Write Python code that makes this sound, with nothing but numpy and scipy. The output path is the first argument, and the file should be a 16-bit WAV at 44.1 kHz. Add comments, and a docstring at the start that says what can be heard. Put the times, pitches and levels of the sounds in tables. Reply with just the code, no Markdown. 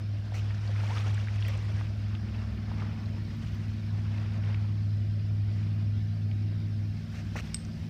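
"""A river bank of shells: two slow engines drone far across the water, slowly swelling and fading,
as if close tones beat. They are sines at multiples of each shaft rate, with machine tones and a noise rumble.
Small waves wash the shells: noise fizz, rattling grains and bubbles follow a moving level and brightness.
Feet grind shells as resonant bursts and crack them as clustered modes; one shell snaps close by.
Filtered noise makes the far hiss of river and insects in the trees, with distant drips."""
import sys
import numpy as np
from scipy import signal
from scipy.fft import rfft, irfft, next_fast_len
from scipy.io import wavfile
from scipy.ndimage import uniform_filter1d

SR = 44100
rng = np.random.default_rng(int(sys.argv[2]) if len(sys.argv) > 2 else 0)


def ratio_of_db(decibels):
    """Turn decibels (scalar or array-like) into linear amplitude factors; 0 dB maps to 1."""
    return 10 ** (np.asarray(decibels, float) / 20)


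def put_to_file(sound):
    """Save the sound as 16-bit audio at rate SR, in the file named by the first command-line argument."""
    columns = np.atleast_2d(sound).T  # one column per channel
    safe = np.clip(columns, -1, 1)
    whole_steps = np.round(safe * 32767)
    wavfile.write(sys.argv[1], SR, whole_steps.astype(np.int16))


N = 347949  # samples, 7.89 s

# shaft speeds of the two engines: (time [s], speed [turns/s])
SLOW_SHAFT = [(0, 12.866), (7.89, 12.866)]
FAST_SHAFT = [(0, 19.98), (3.05, 19.99), (3.3, 20.155), (7.89, 20.165)]
# slower engine, two strong orders slowly swelling and fading, as if close tones beat:
# (time [s], eighth order rms level [dB], fifth order rms level [dB])
SLOW_ENGINE = [(0.0, -33.5, -50), (0.45, -30.5, -43), (0.85, -28.5, -50.5), (1.4, -29, -43),
               (2.1, -32, -44.5), (2.55, -35.5, -39.5), (2.9, -35, -46), (3.55, -36, -43.5),
               (3.9, -30.5, -50), (4.6, -29, -47.5), (5.5, -29, -51), (6.3, -29.5, -58), (6.85, -32.5, -57),
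               (7.3, -41, -44), (7.6, -40.5, -43), (7.89, -38, -58)]
# faster engine, coming into earshot and speeding up a little:
# (time [s], eleventh order rms level [dB], eighth order rms level [dB])
FAST_ENGINE = [(0.0, -51.5, -64), (0.55, -67, -60), (0.95, -55, -73), (1.5, -56.5, -55.5),
               (2.15, -45.5, -60), (2.75, -45, -48), (4.2, -45, -46.5), (4.9, -48, -46.5),
               (6.2, -45, -44.5), (7.5, -47.5, -44.5), (7.89, -46, -41.5)]
# weaker orders of each engine: (order [cycles/turn], mean level [dB])
SLOW_ORDERS = [(6, -53), (7, -52.5), (9, -57.5), (11, -60), (16, -61)]
FAST_ORDERS = [(3, -62.5), (4, -59), (5, -48), (9, -62), (10, -57.5), (16, -67.5)]


def engines():
    """Both engines, loose tones of other machinery and the broad exhaust rumble."""
    slow = engine(SLOW_ENGINE, SLOW_SHAFT, 8, 5, SLOW_ORDERS)
    fast = engine(FAST_ENGINE, FAST_SHAFT, 11, 8, FAST_ORDERS)
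    return slow + fast + other_machinery() + exhaust_rumble()


def engine(levels, shaft, main, second, orders):
    """Orders of one shaft as sines; the weak ones waver on the long path over water."""
    t = np.arange(N) / SR
    main_db, second_db = along(levels, t)
    turns = np.cumsum(along(shaft, t)[0]) / SR
    strong = tone(main * turns, main_db) + tone(second * turns, second_db)
    weak = sum(tone(order * turns, db + 3 * drift(0.1, 3.7)) for order, db in orders)
    return strong + weak


# loose machine tones: (frequency [Hz], mean level [dB])
OTHER_TONES = [(73.3, -57.5), (82.3, -53.5), (143.2, -59.5), (149.5, -59.5), (159, -57.5), (177, -61),
               (188.5, -67.5), (199.3, -59), (215, -67), (228, -66), (240.5, -67.5), (286.3, -72),
               (317.6, -68), (331.5, -71), (357, -75.5)]


def other_machinery():
    """Sines at fixed pitches, each wandering in level."""
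    t = np.arange(N) / SR
    return sum(tone(hz * t, db + 3 * drift(0.1, 3)) for hz, db in OTHER_TONES)


# colour of the exhaust: (frequency [Hz], relative density [dB per Hz])
RUMBLE = [(20, -39.5), (30, -24), (45, -3.5), (60, -4.5), (100, 2), (130, -3.5), (170, -7.5), (250, -8.5),
          (330, -16), (420, -23.5), (700, -56)]
# loudness of the exhaust: (time [s], level [dB])
RUMBLE_LEVEL = [(0.0, -46), (1.0, -47), (2.0, -44), (3.4, -41.5), (4.8, -44), (6.8, -42.5), (7.89, -42.5)]


def exhaust_rumble():
    """Low noise of a fixed colour under a moving level."""
    rumble = evened(noise(size=4096, patchy_db=1.53, spectrum=RUMBLE))
    return rumble * ratio_of_db(along(RUMBLE_LEVEL, np.arange(N) / SR)[0])


# colour of waves on shells, before brightness tilt: (frequency [Hz], relative density [dB per Hz])
WASH = [(210, -33), (350, 1), (650, -3.5), (1260, -3.5), (2620, -5.5), (3840, -11.5), (5620, -12),
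        (7500, -24.5), (10000, -30), (12500, -38), (15500, -36)]


def waves():
    """Fizz of water, rattle of the shells that it rolls, and many small bubbles."""
    fizz = evened(noise(size=256, patchy_db=2.5))
    rattle = grains(N, per_s=2000, spread_db=3.6, cycles=4, rise=0, top_hz=14000)
    froth = grains(N, per_s=1000, spread_db=4, cycles=18, rise=0.03, top_hz=3500)
    mix = fizz + ratio_of_db(-5.5) * rattle + ratio_of_db(-9.5) * froth
    t = np.arange(0, N, 64) / SR
    level_db = np.interp(np.arange(N) / SR, t, surge(t)[0])
    level_db += 1.26 * drift(6, 60)  # quick random flicker shared by the whole wash
    return ratio_of_db(level_db) * evened(tilted(mix, WASH, lambda t: surge(t)[1]))


# small waves climbing to a crest and draining away:
# (crest time [s], crest level [dB], pace [s per 10 dB of climb], brightness [dB per octave])
WAVES = [(0.0, -53.5, 0.03, -1), (0.42, -54, 0.27, 0.5), (0.951, -43, 0.3, 0.5), (1.499, -47, 0.21, .5),
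         (1.76, -50.5, 0.2, 0), (2.1, -55, 0.14, -0.5), (2.38, -51.5, 0.15, -1.5), (2.8, -49.5, 0.25, -3),
         (3.45, -54.5, 0.49, 1), (4.18, -52, 0.33, -1), (4.5, -51, 0.17, -3), (5.6, -57, 0.2, -0.5),
         (7.15, -58, 0.27, 3.5), (7.47, -56, 0.23, 3), (7.8, -60.5, 0.2, 4.5)]


def surge(t):
    """Level and brightness of the wash: waves add in power, so the loudest weighs most in the colour."""
    drain, lull_db = 1.23, -68.5  # draining time over climbing time; wash between waves
    crest, db, pace, tilt = np.transpose(WAVES)[..., None]
    distance_s = np.where(t < crest, crest - t, (t - crest) / drain)
    power = ratio_of_db(2 * (db - 10 * distance_s / np.maximum(pace, 0.02)))
    total = power.sum(0) + ratio_of_db(2 * lull_db)
    return 10 * np.log10(total), (power * tilt).sum(0) / total


# soles grinding shells:
# (time [s], length [s], level [dB] of the hollow ring before its fades, start ring [Hz], end ring [Hz])
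SCUFFS = [(.335, 0.073, -47.5, 1880, 2890), (7.134, .09, -54, 2000, 2090), (7.356, 0.058, -43, 1710, 2650),
          (7.459, .03, -62, 1900, 2000)]
# crushed shell bands: (frequency [Hz], resonator width [Hz], level against the hollow ring [dB])
SHARDS = [(605, 750, -2), (1330, 1030, -2.5), (3740, 1900, -8.5), (5500, 1300, -10), (7040, 3000, -26),
          (13000, 6000, -30)]


def scuff(length, db, start_hz, end_hz):
    """Dense cracks under a sole; the hollow beneath it shrinks, so its ring climbs."""
    count = round(length * SR)
    cracks = grains(count, per_s=5000, spread_db=3.2, cycles=2, rise=0, top_hz=15100)
    crunch = cracks + 0.8 * rng.standard_normal(count)
    hollow = evened(resonate(crunch, np.linspace(start_hz, end_hz, count), 1400))
    shards = sum(ratio_of_db(d) * evened(resonate(crunch, np.full(count, hz), w)) for hz, w, d in SHARDS)
    fade = signal.windows.tukey(count, 0.3) * ratio_of_db(np.linspace(1.5, -3, count))
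    return ratio_of_db(db) * (hollow + shards) * fade


def resonate(x, hz, width):
    """Shifts the curve hz down to zero, smooths twice, and shifts back."""
    turn, r = np.exp(2j * np.pi * np.cumsum(hz) / SR), np.exp(-np.pi * width / SR)
    smooth = signal.lfilter([(1 - r) ** 2], [1, -2 * r, r * r], x / turn)
    return 2 * (turn * smooth).real


# single shells knocking or cracking:
# (time [s], peak level [dB], centre of ring [Hz], nominal spread to each side [octaves])
TICKS = [(0.322, -36.5, 670, 0.51), (0.505, -37, 1760, 0.99), (0.5454, -38.5, 1580, 0.38),
         (0.5464, -44, 5200, 0.65), (0.6765, -40, 4300, .25), (0.6936, -38, 737, .58),
         (0.8361, -35.5, 860, 0.74), (0.9055, -35, 730, 0.46), (1.0739, -37, 737, .46),
         (1.1442, -45, 7500, 0.21), (1.1788, -34, 1790, 0.3), (1.2729, -35.5, 1650, 0.24),
         (1.2849, -31.5, 1880, 0.4), (1.4245, -33, 2980, 0.76), (1.4503, -33.5, 2290, 0.29),
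         (1.482, -43.5, 8000, 0.21), (1.4823, -40.5, 13200, .4), (1.4825, -35, 2010, 0.69),
         (1.5759, -47.5, 7000, .56), (1.8097, -34, 1200, 1.34), (2.1513, -35, 2900, 0.39),
         (2.3468, -40, 2570, 0.56), (2.5763, -43.4, 2640, 0.27), (2.7155, -37, 970, .6),
         (2.8206, -34, 1130, 0.98), (3.0588, -42.5, 4140, 0.2), (3.3681, -56.5, 14258, .2),
         (3.5481, -56.5, 14258, .2), (4.4365, -43, 2970, 0.29), (4.5445, -35.5, 2580, 0.78),
         (6.3135, -39.5, 2640, 0.54), (7.3561, -30, 730, 0.42), (7.3593, -36.5, 1730, 0.66),
         (7.3803, -35, 2560, .5), (7.3888, -33, 1960, .5), (7.5672, -39.5, 4800, 0.3),
         (7.6498, -42.5, 5640, 0.46)]


def tick(db, hz, octaves):
    """A dense cluster of modes round hz, struck once; smaller, higher shells die sooner."""
    t = np.arange(3000) / SR
    t60 = 0.026 * (1000 / hz) ** 0.48  # 26 ms at 1 kHz
    jitter, phase = rng.uniform(-0.92, 1, (2, 13, 1))
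    place = np.linspace(-1, 1, num=13)[:, None] + 0.08 * jitter
    mode_hz = np.minimum(hz * 2 ** (octaves * place), 15300)
    modes = np.exp(-2.5 * place ** 2) * np.sin(2 * np.pi * mode_hz * t + 1.5 * phase)
    ring = modes.sum(0) * ratio_of_db(-60 * t / t60) * (1 - np.exp(-t / 0.00045))
    return ratio_of_db(db) * ring / abs(ring).max()


# modes of a hard shell snapping close by: (frequency [Hz], relative level [dB], t60 [s])
CLINK = [(8280, -4.5, 0.035), (8220, -16, 0.05), (8450, -19, 0.04), (5230, 1.5, 0.0085),
         (4300, -5.5, 0.0065), (3640, -4, 0.0072), (2980, -4.5, 0.0063), (2260, -6.5, 0.0074),
         (1620, -12, 0.0076), (6980, -8, 0.0078), (11800, -21, .006), (12500, -22, 0.0072),
         (14500, -26, 0.0065)]


def clink():
    """The modes of one snapped shell, with faint scattered echoes off the ground."""
    t = np.arange(SR // 3) / SR
    ring = sum(ratio_of_db(db - 60 * t / t60) * np.sin(2 * np.pi * hz * t) for hz, db, t60 in CLINK)
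    ring *= 1 - np.exp(-t / 0.00049)
    echoes = rng.standard_normal(len(t)) * ratio_of_db(-43.5 - 60 * t / 0.28)
    scattered = signal.fftconvolve(ring, echoes)[:len(t)]
    return ratio_of_db(-18) * (ring + scattered) / abs(ring).max()


# larger bubbles:
# (time [s], level before the fades [dB], start pitch [Hz], end pitch [Hz], length [s])
BUBBLES = [(.695, -43, 492, 566, 0.034), (.803, -42, 1250, 1900, 0.028), (.903, -37, 822, 1190, 0.041),
           (.965, -39.5, 1200, 1340, 0.022), (1.043, -41, 1250, 1350, 0.015), (1.066, -44, 654, 750, 0.034)]


def bubble(db, start_hz, end_hz, length):
    """A trapped pocket of air rings upward as it nears the surface."""
    u = np.arange(round(length * SR)) / (length * SR)
    turns = np.cumsum(start_hz + (end_hz - start_hz) * u) / SR
    fades = (1 - np.exp(-u / 0.062)) * (1 - u) ** 1.1
    return ratio_of_db(db) * np.sin(2 * np.pi * turns) * fades


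# colour of river and insects: (frequency [Hz], relative density [dB per Hz])
AIR = [(210, -38), (350, -0.5), (450, -8.5), (650, 1.5), (900, -12), (1600, -6), (2750, -10), (4000, -12),
       (5270, -10.5), (6000, -21), (7300, -27.5), (9500, -31.5), (12000, -40), (15500, -40.5)]


def air():
    """Far hiss of river and insects, with a trickle of distant drips."""
    hiss = evened(noise(size=1024, patchy_db=3.0))
    drips = grains(N, per_s=2000, spread_db=2.5, cycles=30, rise=0.01, top_hz=6000)
    return ratio_of_db(-56.5) * evened(tilted(hiss + ratio_of_db(-9.5) * drips, AIR, lambda t: 0 * t))


def grains(count, per_s, spread_db, cycles, rise, top_hz):
    """Short rings at 24 pitches, each with its own sparse train of starts; rise bends them upward."""
    out = np.zeros(count)
    for hz in np.geomspace(450, top_hz, num=24):
        u = np.arange(round(3 * cycles * SR / hz) + 8) * hz / SR  # nominal cycles elapsed
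        envelope = np.exp(-2 * u / cycles) * (1 - np.exp(-4 * u / cycles))
        ring = np.sin(2 * np.pi * u * (1 + rise * u / cycles)) * envelope
        size = ratio_of_db(spread_db * np.minimum(rng.exponential(1, count), 3))
        starts = size * (rng.random(count) < per_s / 24 / SR)
        out += signal.oaconvolve(starts, evened(ring) * np.sqrt(hz / len(u)))[:count]
    return evened(out)


def noise(size, patchy_db, spectrum=((0, 0), (22050, 0))):
    """Random short-time spectra of a given colour, with small patches of chance level."""
    frames, hz = 4 * N // size + 5, np.fft.rfftfreq(size, 1 / SR)
    a, b, patches = rng.standard_normal((frames, len(hz), 3)).T
    patches = uniform_filter1d(patches, size=5, axis=0)  # across frequency
    patches = evened(uniform_filter1d(patches, size=9, axis=1))  # across time
    z = (a + 1j * b) * ratio_of_db(read(spectrum, hz)[:, None] + patchy_db * patches)
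    return signal.istft(z, nperseg=size, noverlap=3 * size // 4)[1][:N]


def tilted(x, spectrum, tilt):
    """Filters x by a spectrum, turned about 2 kHz by the moving slope tilt(t) in dB per octave."""
    hz, t, z = signal.stft(x, SR, nperseg=512)
    octaves = np.log2(np.maximum(hz, 1100) / 2000)[:, None]  # no further tilt below 1100 Hz
    shape = read(spectrum, hz)[:, None] + tilt(t) * octaves
    return signal.istft(z * ratio_of_db(shape), SR, nperseg=512)[1][:len(x)]


def tone(turns, db):
    """A sine of given rms level from any starting phase."""
    return np.sqrt(2) * ratio_of_db(db) * np.sin(2 * np.pi * (turns + rng.random()))


def drift(low_hz, high_hz):
    """Random wander of rms 1, a sum of sines between two rates."""
    t = np.arange(0, N, 64) / SR
    f, phase = np.geomspace(low_hz, high_hz, num=20), rng.random(20)
    slow = (np.sin(2 * np.pi * (f * t[:, None] + phase)) / np.sqrt(f)).sum(1)
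    return np.interp(np.arange(N) / SR, t, evened(slow))


def evened(x):
    """Scales to rms 1."""
    return x / np.sqrt(np.mean(abs(x) ** 2) + 1e-20)


def read(points, hz):
    """Reads a spectrum on a log-frequency axis."""
    f, value = np.transpose(points)
    return np.interp(np.log(hz + 1), np.log(f + 1), value)


def along(rows, t):
    """Each column of a curve table at the times t."""
    s, *columns = np.transpose(rows)
    return [np.interp(t, s, c) for c in columns]


def add(mix, s, sound):
    """Mixes a sound in at s seconds."""
    part = mix[round(s * SR):][:len(sound)]
    part += sound[:len(part)]


def scene():
    """Steady layers first, then each placed event, in one channel."""
    mix = engines() + waves() + air()
    for table, source in ((SCUFFS, scuff), (TICKS, tick), (BUBBLES, bubble)):
        for s, *row in table:
            add(mix, s, source(*row))
    add(mix, 7.5441, clink())
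    return mix[None]


def band_limit(x):
    """A steep low-pass at the top of the band."""
    return signal.sosfilt(signal.butter(12, 15700, fs=SR, output="sos"), x)


def record(dry):
    """A dip from the microphone port near 10 kHz and a steep band limit at 15320 Hz."""
    size = next_fast_len(N)
    hz = np.fft.rfftfreq(size, 1 / SR)
    colour_db = -7 * np.exp(-((hz - 10450) / 350) ** 2) - 80 * (hz > 15320)
    padded = np.pad(dry, ((0, 0), (0, 2 * len(hz) - 2 - N)), "reflect")
    heard = irfft(rfft(padded) * ratio_of_db(colour_db))[:, :N]
    return band_limit(heard)


dry = scene()
out = record(dry)
put_to_file(out)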